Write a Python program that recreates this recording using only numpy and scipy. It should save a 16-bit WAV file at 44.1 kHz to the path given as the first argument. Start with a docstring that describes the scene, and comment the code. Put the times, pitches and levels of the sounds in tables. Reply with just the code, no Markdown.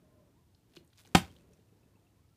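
"""Landing of a flipped water bottle

A part-filled plastic bottle is swung, flipped and lands upright on a hardwood floor in a small room.
Brief forces excite damped modes of the base, shell and floorboards, while the buckling wall cracks as noise.
The water is heard as random drops, a low noise wash, gliding resonances and decaying bubble tones; the thin
shell crinkles in bursts of peaked noise. Diffuse reflections and a low room rumble surround it all.
"""
import sys
import numpy as np
from scipy import signal
from scipy.fft import rfft, irfft
from scipy.io import wavfile

SR = 44100
rng = np.random.default_rng(int(sys.argv[2]) if len(sys.argv) > 2 else 0)


def wav_record(signal):
    """Record a signal, one row per channel, as 16-bit PCM in the file named by sys.argv[1]."""
    frames = np.transpose(np.atleast_2d(signal))
    bounded = np.clip(frames, -1, 1)
    # unit amplitude maps onto the largest positive 16-bit level
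    quanta = np.round(bounded * 32767).astype(np.int16)
    wavfile.write(sys.argv[1], SR, quanta)


N = 104384
TIME = np.arange(N) / SR   # s

# Spectral tables give relative power density: only their shape counts, as each sound is scaled to rms 1.

# Contacts of the base with the floor, rim first: [t/s, relative level/dB]
BASE_CONTACTS = [(1.1480, -12), (1.1503, 2), (1.1516, 0), (1.1542, -3), (1.1555, -7.5), (1.1583, -11)]
# Short modes of the base: [f/Hz, relative level/dB, t60/s]
BASE_MODES = [(782, -17.5, .03), (1000, -23, .025), (1248, -24, .028), (2678, -29, .025), (3120, -27, .025)]
CONTACT_S = .00015   # length of a hard contact
BASE_DB = -1.5

# Spectrum of the buckling wall: [f/Hz, relative level/dB per Hz]
BUCKLE_SPECTRUM = [(300, -9), (550, -8), (850, 6.5), (1600, 1), (3100, 0.5), (4500, -5), (7300, -8.5),
                   (10000, -16), (15000, -23)]
BUCKLE_S, BUCKLE_DB = 1.1478, -16.5
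BUCKLE_ATTACK_S, BUCKLE_HOLD_S, BUCKLE_T60_S = 0.0025, 0.0041, .028

# Modes of the floorboards: [f/Hz, relative level/dB, t60/s]
BOARD_MODES = [(82, -35, .22), (95, -29, .17), (138, -32, .18), (174, -19.5, .115), (208, -17, .05),
               (264, -28, .08), (320, -25, .07), (452, -38, .1)]
# Pushes of the bottle rocking on its base: [t/s, relative level/dB]
ROCKING_PUSHES = [(1.216, -20), (1.277, -33), (1.304, -41), (1.385, -45), (1.488, -41), (1.515, -39),
                  (1.588, -41.5), (1.722, -41), (1.810, -48.5), (1.859, -40.5), (1.952, -41)]
THUMP_S, THUMP_PUSH_S, THUMP_DB = 1.1500, 0.0017, 4.5
ROCK_PUSH_S = 0.0038   # rocking presses softly on the boards

# Longer modes of the shell and the air in it: [f/Hz, relative level/dB, t60/s]
SHELL_MODES = [(783, -33, .18), (997, -39, .12), (1055, -33, .11), (1248, -39, .11), (1430, -41, .13),
               (1498, -38, .11), (1864, -34, .11), (2162, -37, .13), (2314, -39, .13), (2678, -38, .11),
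               (3055, -33, .11), (3156, -31, .12), (3440, -37, .11), (3636, -37, .11)]
SHELL_DB = 1

# Spectrum of the water crashing onto the base: [f/Hz, relative level/dB per Hz]
SLAP_SPECTRUM = [(60, -7.5), (130, -1.5), (230, 3), (420, -0.5), (600, -1), (950, -0.5), (1500, -5.5),
                 (3500, -8.5), (7000, -15), (15000, -28.5)]
SLAP_DB, SLAP_ATTACK_S, SLAP_T60_S, SLAP_DROPS_PER_S = -33.5, .004, 0.24, 3700

# Spray against the wall of the bottle: [t/s, level/dB]
SPRAY_LEVEL = [(0, -106), (.68, -89.5), (.76, -66.5), (.83, -100), (.95, -82.5), (.985, -60.5),
               (1.025, -75.5), (1.06, -68), (1.11, -78.5), (1.29, -70.5), (1.39, -76.5), (1.46, -82.5),
               (2.37, -92)]
# Spectrum of the spray: [f/Hz, relative level/dB per Hz]
SPRAY_SPECTRUM = [(500, -4.5), (1300, -1), (3200, 1.5), (6000, -2.5), (10000, -6), (15000, -10.5)]
SPRAY_DROPS_PER_S = 1700
DROP_SPREAD_DB = 5   # mean of the exponential spread in drop level, before its cap

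# Low wash of the water: [t/s, level/dB]
WASH_LEVEL = [(0, -69), (.28, -68.5), (.42, -77), (.62, -79), (.82, -64.5), (.96, -87), (1.08, -65),
              (1.3, -64.5), (1.52, -69), (1.66, -73.5), (1.74, -71.5), (1.87, -70), (2.05, -74),
              (2.37, -78)]
# Spectrum of the wash: [f/Hz, relative level/dB per Hz]
WASH_SPECTRUM = [(50, -15), (100, -2.5), (170, -1), (350, -2.5), (520, -8.5), (800, -18.5), (2000, -25.5),
                 (6000, -44.5)]

# Hollow resonance of the rocking water: [t/s, f/Hz, level/dB]
SLOSH_GLIDE = [(0, 625, -76), (.24, 585, -71.5), (.31, 560, -84), (.39, 1050, -84.5), (.68, 680, -89.5),
               (1.4, 520, -82), (1.65, 640, -89), (1.8, 900, -85.5), (1.94, 1040, -93), (2.03, 680, -85),
               (2.12, 800, -91), (2.24, 1250, -86), (2.37, 1400, -91)]
SLOSH_WIDTH_HZ = 22   # half-width of each resonance
SLOSH_UPPER_RATIO, SLOSH_UPPER_DB = 1.73, -10.5   # relative to the lower resonance

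# Gulps and drips of the water: [t/s, level/dB, initial f/Hz, t60/s]
BUBBLES = [(.770, -40.5, 338, 0.037), (0.773, -55, 152, 0.17), (0.809, -60, 320, 0.11),
           (1.302, -58, 3170, 0.037), (1.505, -59, 430.5, 0.098), (1.59, -61, 440, .06),
           (1.725, -59, 442, 0.061), (1.398, -68.5, 2600, 0.05), (1.535, -67.5, 2580, 0.027),
           (1.69, -75, 2615, 0.045), (1.831, -71, 2617, 0.05), (1.956, -69, 2660, 0.045),
           (1.935, -75, 1050, 0.11), (1.97, -70, 852, 0.11), (2.0675, -67.5, 2684, 0.041)]
BUBBLE_RISE_PER_S, BUBBLE_ATTACK_S = 0.17, 0.0015   # rise as a fraction of the initial pitch

# Crinkles of the shell: [t/s, level/dB, centre f/Hz]
CRINKLES = [(0.548, -63, 4260), (0.737, -65, 3480), (0.741, -67, 3130), (0.76, -56.5, 3900),
            (0.7651, -52, 4130), (0.7678, -48.5, 3060), (0.767, -58.5, 1400), (0.7703, -50.5, 2690),
            (.782, -78, 3500), (0.847, -68.5, 10800), (0.876, -66, 8200), (.902, -69, 3760),
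            (0.929, -67.5, 1700), (0.9322, -60, 3550), (.976, -61.5, 6000), (.982, -58.5, 4500),
            (1.018, -67, 10500), (1.050, -57.5, 3230), (1.052, -62.5, 800), (1.072, -61.5, 1500),
            (1.059, -62.5, 3130), (1.074, -56.5, 6030), (1.304, -68, 3130), (1.364, -61, 3446),
            (1.534, -63, 6700), (1.596, -72, 2500)]
CRINKLE_T60_S, CRINKLE_Q, CRINKLE_SNAP_DB = 0.021, 2, -15

# Reverberation time of the room: [f/Hz, t60/s]
ROOM_T60 = [(80, .4), (200, 0.083), (800, 0.19), (3000, 0.2), (8000, 0.11), (15000, .16)]
# Level of the reflections: [f/Hz, level/dB]
ROOM_LEVEL = [(80, -11.5), (200, -12.5), (450, -11), (800, -20), (2000, -14.5), (5000, -12.5),
              (12000, -5.5)]
ROOM_ONSET_S = 0.014
BOARDS_ROOM_DB, SHELL_ROOM_DB = -3.5, -6.5   # share sent into the reflections

# Spectrum of the room rumble and hiss: [f/Hz, relative level/dB per Hz]
RUMBLE_SPECTRUM = [(15, -39.5), (25, -12.5), (98, 4.5), (181, -5.5), (243, -13), (286, -8), (404, -19),
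                   (462, -15), (501, -29), (673, -19.5), (1500, -29), (4150, -30.5), (15000, -35)]
RUMBLE_DB = -67.5

MIC_LOW_CUT_HZ, CUTOFF_HZ = 40, 15300
OVERLOAD = .8   # ceiling (amplitude) towards which peaks are rounded


def base_knock():
    """Impulsive excitation: quick hard contacts set the damped modes of the base ringing."""
    clicks = sum(from_db(db) * push(s, CONTACT_S) for s, db in BASE_CONTACTS)
    return from_db(BASE_DB) * ring(clicks, BASE_MODES)


def wall_buckle():
    """Buckling: the wall gives way under the blow in a brief burst of broadband noise."""
    age = TIME - BUCKLE_S
    rise = np.clip(age / BUCKLE_ATTACK_S, 0, 1)
    envelope = rise * decay(age - BUCKLE_ATTACK_S - BUCKLE_HOLD_S, BUCKLE_T60_S)
    return from_db(BUCKLE_DB) * envelope * coloured(rng.standard_normal(N), BUCKLE_SPECTRUM)


def boards():
    """Forced modes: the water's weight thumps the floor, then rocks on it with longer, softer pushes."""
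    thump = from_db(THUMP_DB) * push(THUMP_S, THUMP_PUSH_S)
    rocking = sum(from_db(db) * push(s, ROCK_PUSH_S) for s, db in ROCKING_PUSHES)
    return ring(thump + rocking, BOARD_MODES)


def shell():
    """Free vibration: one blow leaves the shell and the air inside it ringing."""
    return from_db(SHELL_DB) * ring(push(THUMP_S, CONTACT_S), SHELL_MODES)


def water_slap():
    """Dense random impacts: the water crashes onto the base and the patter decays exponentially."""
    age = TIME - THUMP_S
    envelope = np.clip(age / SLAP_ATTACK_S, 0, 1) * decay(age, SLAP_T60_S)
    return from_db(SLAP_DB) * envelope * drops(SLAP_DROPS_PER_S, SLAP_SPECTRUM)


def spray():
    """Random impacts: drops patter on the wall of the bottle at a varying level."""
    level_db, = in_time(SPRAY_LEVEL)
    return from_db(level_db) * drops(SPRAY_DROPS_PER_S, SPRAY_SPECTRUM)


def wash():
    """Turbulent flow: the low wash of the water is shaped noise of varying level."""
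    level_db, = in_time(WASH_LEVEL)
    return from_db(level_db) * coloured(rng.standard_normal(N), WASH_SPECTRUM)


def slosh():
    """Narrow-band resonance: slow noise modulates two carriers that glide as the water rocks."""
    hz, level_db = in_time(SLOSH_GLIDE)
    phase = 2 * np.pi * np.cumsum(hz) / SR
    lowpass = signal.butter(2, SLOSH_WIDTH_HZ, fs=SR, output="sos")
    a, b, c, d = signal.sosfilt(lowpass, rng.standard_normal((4, N)))
    lower = rms_one(a * np.cos(phase) + b * np.sin(phase))
    upper_phase = SLOSH_UPPER_RATIO * phase
    upper = rms_one(c * np.cos(upper_phase) + d * np.sin(upper_phase))
    return from_db(level_db) * (lower + from_db(SLOSH_UPPER_DB) * upper)


def bubbles():
    """Bubble resonance: pockets of air ring as decaying sines that rise a little in pitch."""
    out = np.zeros(N)
    for s, db, hz, t60 in BUBBLES:
        age = np.maximum(TIME - s, 0)
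        envelope = np.minimum(age / BUBBLE_ATTACK_S, 1) * decay(age, t60)
        # integral of a linearly rising frequency
        phase = 2 * np.pi * hz * age * (1 + BUBBLE_RISE_PER_S * age / 2)
        out += from_db(db) * envelope * np.sin(phase)
    return out


def crinkles():
    """Local resonance: a patch of shell gives a short burst of peaked noise, with a fainter broadband snap."""
    out = np.zeros(N)
    for s, db, hz in CRINKLES:
        noise = rng.standard_normal(N)
        b, a = signal.iirpeak(hz, CRINKLE_Q, fs=SR)
        once = signal.lfilter(b, a, noise)
        patch = rms_one(signal.lfilter(b, a, once))
        envelope = (TIME >= s) * decay(TIME - s, CRINKLE_T60_S)
        out += from_db(db) * envelope * (patch + from_db(CRINKLE_SNAP_DB) * noise)
    return out


def room(x):
    """Diffuse reverberation: reflections build up, then die exponentially band by band."""
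    t, tail = TIME[:SR // 2], 0
    edges = np.geomspace(50, 17000, 15)   # Hz
    for low, high in zip(edges, edges[1:]):
        hz = np.sqrt(low * high)
        bandpass = signal.butter(2, [low, high], "band", fs=SR, output="sos")
        band = signal.sosfilt(bandpass, rng.standard_normal(len(t)))
        band = band * np.minimum(t / ROOM_ONSET_S, 1) ** 2 * decay(t, at_hz(ROOM_T60, hz))
        # energy in proportion to bandwidth
        unit_gain = np.sqrt(2 * (high - low) / SR / np.sum(band ** 2))
        tail = tail + band * from_db(at_hz(ROOM_LEVEL, hz)) * unit_gain
    return signal.fftconvolve(x, tail)[:N]


def room_rumble():
    """Stationary noise: a steady low rumble with faint hiss."""
    return from_db(RUMBLE_DB) * coloured(rng.standard_normal(N), RUMBLE_SPECTRUM)


def push(s, length):
    """Impulse of a force: a rounded sine-squared pulse of unit area."""
    force = np.sin(np.pi * np.clip((TIME - s) / length, 0, 1)) ** 2
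    return force / force.sum()


def ring(drive, modes):
    """Modal superposition: convolve a force with a sum of exponentially damped cosines."""
    t = TIME[:SR // 2]
    body = sum(from_db(db) * np.cos(2 * np.pi * hz * t) * decay(t, t60) for hz, db, t60 in modes)
    return signal.fftconvolve(drive, body)[:N]


def drops(per_s, spectrum):
    """Random impulse train: drops of uneven size and either sign, shaped in spectrum to rms 1."""
    size_db = DROP_SPREAD_DB * np.minimum(rng.exponential(1, N), 4)
    sizes = from_db(size_db) * rng.choice([-1, 1], N)
    return coloured(sizes * (rng.random(N) < per_s / SR), spectrum)


def coloured(x, spectrum):
    """Spectral filtering: weight the Fourier components by a table, then scale to rms 1."""
    hz = np.arange(N // 2 + 1) * SR / N
    return rms_one(irfft(rfft(x) * from_db(at_hz(spectrum, hz)), N))


def decay(age, t60):
    """Exponential decay: full level until age 0, then a fall of 60 dB per t60."""
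    return np.exp(-np.log(1000) * np.maximum(age, 0) / t60)


def in_time(rows):
    """Linear interpolation: the columns of a time table at every sample."""
    s, *columns = np.transpose(rows)
    return [np.interp(TIME, s, c) for c in columns]


def at_hz(points, hz):
    """Logarithmic interpolation: read a table on a log-frequency axis."""
    f, value = np.transpose(points)
    return np.interp(np.log(np.maximum(hz, 1)), np.log(f), value)


def rms_one(x):
    """Power normalisation: scale to an rms value of 1."""
    return x / np.sqrt(np.mean(x ** 2) + 1e-20)


def from_db(db):
    """Decibel law: 20 dB for each factor of ten in amplitude."""
    return 10 ** (np.asarray(db) / 20)


def scene():
    """Superposition: bottle, water and floor add to their reflections and the room rumble."""
    plastic = base_knock() + wall_buckle() + crinkles()
    water = bubbles() + slosh() + spray() + wash() + water_slap()
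    bottle, ringing, thump = plastic + water, shell(), boards()
    wet = room(bottle + from_db(SHELL_ROOM_DB) * ringing + from_db(BOARDS_ROOM_DB) * thump)
    return (bottle + ringing + thump + wet + room_rumble())[None]


def record(dry):
    """Transducer response: a small microphone thins the bass and rounds peaks; the top is cut steeply."""
    low_cut = signal.butter(1, MIC_LOW_CUT_HZ, "high", fs=SR, output="sos")
    x = signal.sosfilt(low_cut, dry)
    x = OVERLOAD * np.tanh(x / OVERLOAD)
    top_cut = signal.ellip(12, .1, 80, CUTOFF_HZ, fs=SR, output="sos")   # ripple, stopband in dB
    return signal.sosfilt(top_cut, x)


dry = scene()
out = record(dry)
wav_record(out)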